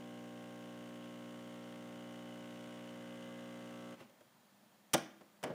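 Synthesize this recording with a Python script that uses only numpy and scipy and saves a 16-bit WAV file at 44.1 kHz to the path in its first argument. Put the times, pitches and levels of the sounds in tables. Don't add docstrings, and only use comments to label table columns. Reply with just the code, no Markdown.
import sys
import numpy as np
from scipy import signal
from scipy.fft import rfft, irfft
from scipy.io import wavfile

SR = 44100
rng = np.random.default_rng(int(sys.argv[2]) if len(sys.argv) > 2 else 0)


def wrap_up_sound(samples):
    columns = np.atleast_2d(samples).T
    tamed = np.clip(columns, -1, 1)
    steps = np.round(tamed * 32767).astype(np.int16)
    wavfile.write(sys.argv[1], SR, steps)


N = 244298
T = np.arange(N) / SR
FREQ = np.maximum(np.arange(N // 2 + 1) * SR / N, 1)
MAINS_HZ, PUMP_OFF_S = 60.0, 3.944

# t/s, level/dB, brightness/(dB per octave), lead of the first touch/s
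BLOWS = [(4.005, -53.5, -1.5, 0.0026), (4.095, -63, 1.5, 0.0032), (4.207, -59, 0, .001),
         (4.9366, -17.5, 4.5, .0034), (5.210, -55, -1.5, .003), (5.4366, -33, 1, .0075),
         (5.500, -39.5, -8.5, .014)]


def amp(db):
    return 10 ** (np.asarray(db) / 20)


def unit(x):
    return x / np.sqrt(np.mean(x ** 2))


def at_hz(table, hz, column=1):
    table = np.array(table, float)
    return np.interp(np.log(hz), np.log(table[:, 0]), table[:, column])


def lift_db(resonances, f):
    return sum(db / (1 + ((f - hz) / width * 2) ** 4) for hz, width, db in resonances)


def noise(gain):
    return unit(irfft(rfft(rng.standard_normal(N)) * gain, N))


def wander(rate_hz):
    knots = rng.standard_normal(int(N / SR * rate_hz) + 2)
    return np.interp(T * rate_hz, np.arange(len(knots)), knots)


def burst(db_at, t60_at, size):
    t, f = T[:size], np.maximum(np.arange(size // 2 + 1) * SR / size, 1)
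    spectrum = np.exp(2j * np.pi * rng.random(len(f))) * amp(db_at(f))
    out = 0
    for hz in 1000 * 2 ** (np.arange(-9, 10) / 2):
        share = np.maximum(1 - 2 * abs(np.log2(f / hz)), 0)
        out = out + irfft(spectrum * share, size) * amp(-60 * t / t60_at(hz))
    return out / np.std(irfft(spectrum, size))


def room_tone(hiss_db=-68.5):
    # f/Hz, level/dB
    hiss_colour = [(15, -74), (25, -39), (64, -34), (141, -8), (170, -14.5), (200, -3), (229, -8),
                   (427, -18), (607, -11.5), (1330, -18.5), (1740, -20), (2000, -22), (4140, -25),
                   (4740, -27), (7310, -29), (14800, -32), (16000, -49)]
    # f/Hz, width/Hz, level/dB
    drone_bands = [(203, 7.7, -75.5), (1780, 56, -88), (3200, 77, -88), (4570, 140, -93), (6950, 140, -91),
                   (10200, 2200, -94)]
    # f/Hz, level/dB
    whine_lines = [(14910, -98), (14970, -87.5), (15030, -87), (15090, -94), (15150, -98)]
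    drones = sum(amp(db) * noise(1 / (1 + ((FREQ - hz) / width * 2) ** 2))
                 for hz, width, db in drone_bands)
    whine = sum(amp(db) * np.sqrt(2) * np.sin(2 * np.pi * (hz * T + rng.random()))
                for hz, db in whine_lines)
    hiss = amp(hiss_db + 0.089 * wander(7.1)) * noise(amp(at_hz(hiss_colour, FREQ)))
    return hiss + drones + whine


def kitchen_echo(x, wet_db=-15.5, build_s=0.0051):
    # f/Hz, level/dB, t60/s
    reverb = [(97, -3, 0.37), (310, -1, 0.65), (705, -5, 0.46), (1580, 2.5, 0.58), (3030, -1.5, 0.46),
              (4200, 1.5, 0.32), (5540, 0, 0.41), (8050, -3, 0.25), (15000, -9, 0.37)]
    tail = burst(lambda f: at_hz(reverb, f), lambda f: at_hz(reverb, f, column=2), size=32768)
    tail *= 1 - np.exp(-T[:len(tail)] / build_s)
    return amp(wet_db) * signal.fftconvolve(x, tail / np.linalg.norm(tail))[:N]


def trickle(bubbles=400, low_hz=700, high_hz=5000, level_db=-80, thinning_db=-12):
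    out, t = np.zeros(N + 2048), T[:2048]
    for when, pitch, strength in rng.random((bubbles, 3)):
        hz, start = low_hz * (high_hz / low_hz) ** pitch, int(when * N)
        age = t * hz / 6
        rise = 1 + 0.048 * np.minimum(age, 2)
        out[start:start + len(t)] += strength ** 2 * np.exp(-2 * age) * np.sin(2 * np.pi * hz * t * rise)
    thinned = np.clip((T - PUMP_OFF_S) / 0.25, 0, 1)
    return unit(out[:N]) * amp(level_db + thinning_db * thinned)


def vent(peak_s=4.008, rise_s=0.03, fall_s=0.033, level_db=-53.5):
    # f/Hz, level/dB
    colour = [(80, -35), (230, 4.5), (550, -6), (1100, -8.5), (3000, -14.5), (4500, -23), (16000, -36)]
    swell = np.exp(-np.maximum((peak_s - T) / rise_s, (T - peak_s) / fall_s))
    return amp(level_db) * swell * noise(amp(at_hz(colour, FREQ)))


def drive(start_s=5.438, attack_s=0.008, level_db=-44.5, ease_db_per_s=-55, tooth_hz=130, grind_db=4):
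    # f/Hz, level/dB
    colour = [(35, -66), (70, -50), (118, -18), (417, -7), (651, -12), (732, -21), (1170, -20), (1380, -24),
              (13900, -60), (16000, -60)]
    age = np.maximum(T - start_s, 0)
    effort = (1 - np.exp(-age / attack_s)) * amp(level_db + ease_db_per_s * age)
    return noise(amp(at_hz(colour, FREQ))) * effort * amp(grind_db * wander(tooth_hz))


def contacts(chatter_gap_s=0.0033, rebound_s=0.042):
    for s, db, brightness, lead_s in BLOWS:
        yield s - lead_s, db - 7.5, brightness - 0.5
        for k in range(5):
            yield s + k * chatter_gap_s, db - 1.0341 * k ** 2, brightness - 1.9 * k
        yield s + rebound_s, db - 15.5, brightness - 6


def knocks(attack_s=0.00075, ring_db=-16, ring_build_s=0.0025, tilt_from_hz=450):
    # f/Hz, level/dB
    crack_colour = [(30, -14), (85, -28), (150, 0), (220, -5.5), (320, 0), (430, -7.5), (570, 1.5),
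                    (1000, -6.5), (2000, -8.5), (2500, -9.5), (3050, -8), (4200, -19.5), (5600, -14.5),
                    (7000, -18.5), (9200, -13), (10800, -20), (16000, -19.5)]
    # f/Hz, t60/s
    crack_decay = [(150, 0.069), (600, 0.07), (2000, 0.036), (6000, 0.032), (14000, 0.0075)]
    # f/Hz, level/dB, t60/s
    modes = [(149.4, -5, 0.16), (241.7, -5, 0.22), (339.6, -2, 0.18), (520, 1, 0.11), (591, 4, 0.15),
             (678, -1, 0.23), (785, -10, 0.23), (856, -12, 0.21), (1125, -5, 0.058), (1400, -9, 0.092),
             (1660, -28, 0.19), (2130, -17, 0.2), (2990, -10, 0.16), (3150, -29, 0.21), (5529, -28, .13),
             (9050, -26, 0.091)]
    out, t = np.zeros(2 * N), T[:16384]
    for s, db, brightness in contacts():
        crack = burst(
            lambda f: at_hz(crack_colour, f) + brightness * np.log2(np.maximum(f / tilt_from_hz, 1)),
            lambda f: at_hz(crack_decay, f), size=len(t))
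        start = int(s * SR)
        out[start:start + len(t)] += amp(db) * (1 - np.exp(-t / attack_s)) * crack
    ring = sum(amp(db - 60 * t / t60) * np.sin(2 * np.pi * hz * t) for hz, db, t60 in modes)
    ring *= 1 - np.exp(-t / ring_build_s)
    for s, db, _, _ in BLOWS:
        start = int(s * SR)
        out[start:start + len(t)] += amp(db + ring_db) * ring
    return out[:N]


def panel_lag(k, push_turns=0.13, resonance_hz=270, bending_hz=360):
    flip = 0.5 * (k * MAINS_HZ < resonance_hz)
    bending = 0.2 * max(k - bending_hz / MAINS_HZ, 0) ** 2
    return k * push_turns + flip + bending


def valve_rasp(strokes, closing_turn=0.34, fade_turns=0.15, uneven_db=2.9):
    # f/Hz, level/dB
    colour = [(50, -16), (100, -4), (200, 1), (380, 0), (600, -.5), (950, -5.5), (1300, -8.5), (1800, -9),
              (2400, -9), (3400, -5), (4300, -12.5), (7000, -12), (9800, -15), (12000, -23), (16000, -29)]
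    # f/Hz, width/Hz, lift/dB
    pipework = [(1155, 23, 17), (1480, 110, 10.5), (1930, 580, 7), (2910, 730, 7), (5430, 200, -2),
                (5560, 190, 1), (6740, 330, 3.5), (8500, 240, 3)]
    age = (strokes - closing_turn) % 1 / fade_turns
    flare = age * np.exp(1 - age) * amp(-uneven_db * wander(87))
    rush = noise(amp(at_hz(colour, FREQ) + lift_db(pipework, FREQ)))
    return unit((1 + flare) * rush)


def pump(hum_db=-50, buzz_db=-63, rasp_db=-63, valve_rise_db_per_s=0.5, waver_db=2.9,
         shut_turn=0.56, smear_turns=0.1728, rundown_s=0.011, linger_db=-15, linger_s=0.22):
    # multiple of the stroke rate, level/dB
    hum_overtones = [(1, -44), (2, -9), (3, -3.5), (4, 1), (5, -3), (6, -9), (7, -12.5), (8, -10.5),
                     (9, -3.5), (10, -7.5), (11, -17.5), (12, -14.5), (13, -12), (14, -26.5), (15, -16),
                     (16, -20.5), (17, -22.5), (18, -14), (19, -20)]
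    # multiple of the stroke rate, slope/(dB per s)
    overtone_drift = [(8, -0.6), (9, 1.0), (13, -1), (15, 1), (18, -1.2), (19, 2.5), (22, 1), (34, 0)]
    # f/Hz, width/Hz, lift/dB
    buzz_resonances = [(1256, 67, -1.5), (1351, 64, 4.5), (1590, 80, 7.5), (1745, 81, -4), (2031, 39, 9.5),
                       (2130, 62, 7.5), (2960, 180, 11), (3420, 300, 2.5), (4580, 890, -6.5)]
    strokes = MAINS_HZ * T + 0.0003 * wander(40)
    from_mid_pour_s = np.minimum(T, PUMP_OFF_S) - PUMP_OFF_S / 2
    slopes = {round(k): slope for k, slope in overtone_drift}
    multiples = np.arange(1, 111)
    smear = smear_turns * np.maximum(2000 / (MAINS_HZ * multiples), 1)
    valve_lag = np.cumsum(shut_turn + smear * rng.standard_normal(len(multiples)))

    def overtone(k, db, lag):
        waver = min(k * MAINS_HZ / 1300, 1) * waver_db * wander(1.85)
        level = amp(db + slopes.get(k, 0) * from_mid_pour_s + waver)
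        return level * np.sin(2 * np.pi * (k * strokes - lag))

    hum = unit(sum(overtone(k, db, panel_lag(k)) for k, (_, db) in enumerate(hum_overtones, 1)))
    buzz = unit(sum(overtone(k, lift_db(buzz_resonances, k * MAINS_HZ) - 8 * np.log2(k), valve_lag[k])
                    for k in range(len(hum_overtones) + 1, len(multiples))))
    valve = amp(buzz_db) * buzz + amp(rasp_db) * valve_rasp(strokes)
    valve *= amp(valve_rise_db_per_s * from_mid_pour_s)
    since_off = np.maximum(T - PUMP_OFF_S, 0)
    running = np.maximum(np.exp(-since_off / rundown_s), amp(linger_db) * np.exp(-since_off / linger_s))
    return running * (amp(hum_db) * hum + valve)


def scene():
    panel_low_cut = signal.butter(2, 110, "high", fs=SR, output="sos")
    mechanism = signal.sosfilt(panel_low_cut, knocks() + drive() + vent())
    return (pump() + trickle() + mechanism + kitchen_echo(mechanism) + room_tone())[None]


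def record(dry):
    return signal.sosfilt(signal.ellip(10, 0.2, 70, 15800, fs=SR, output="sos"), dry)


dry = scene()
out = record(dry)
wrap_up_sound(out)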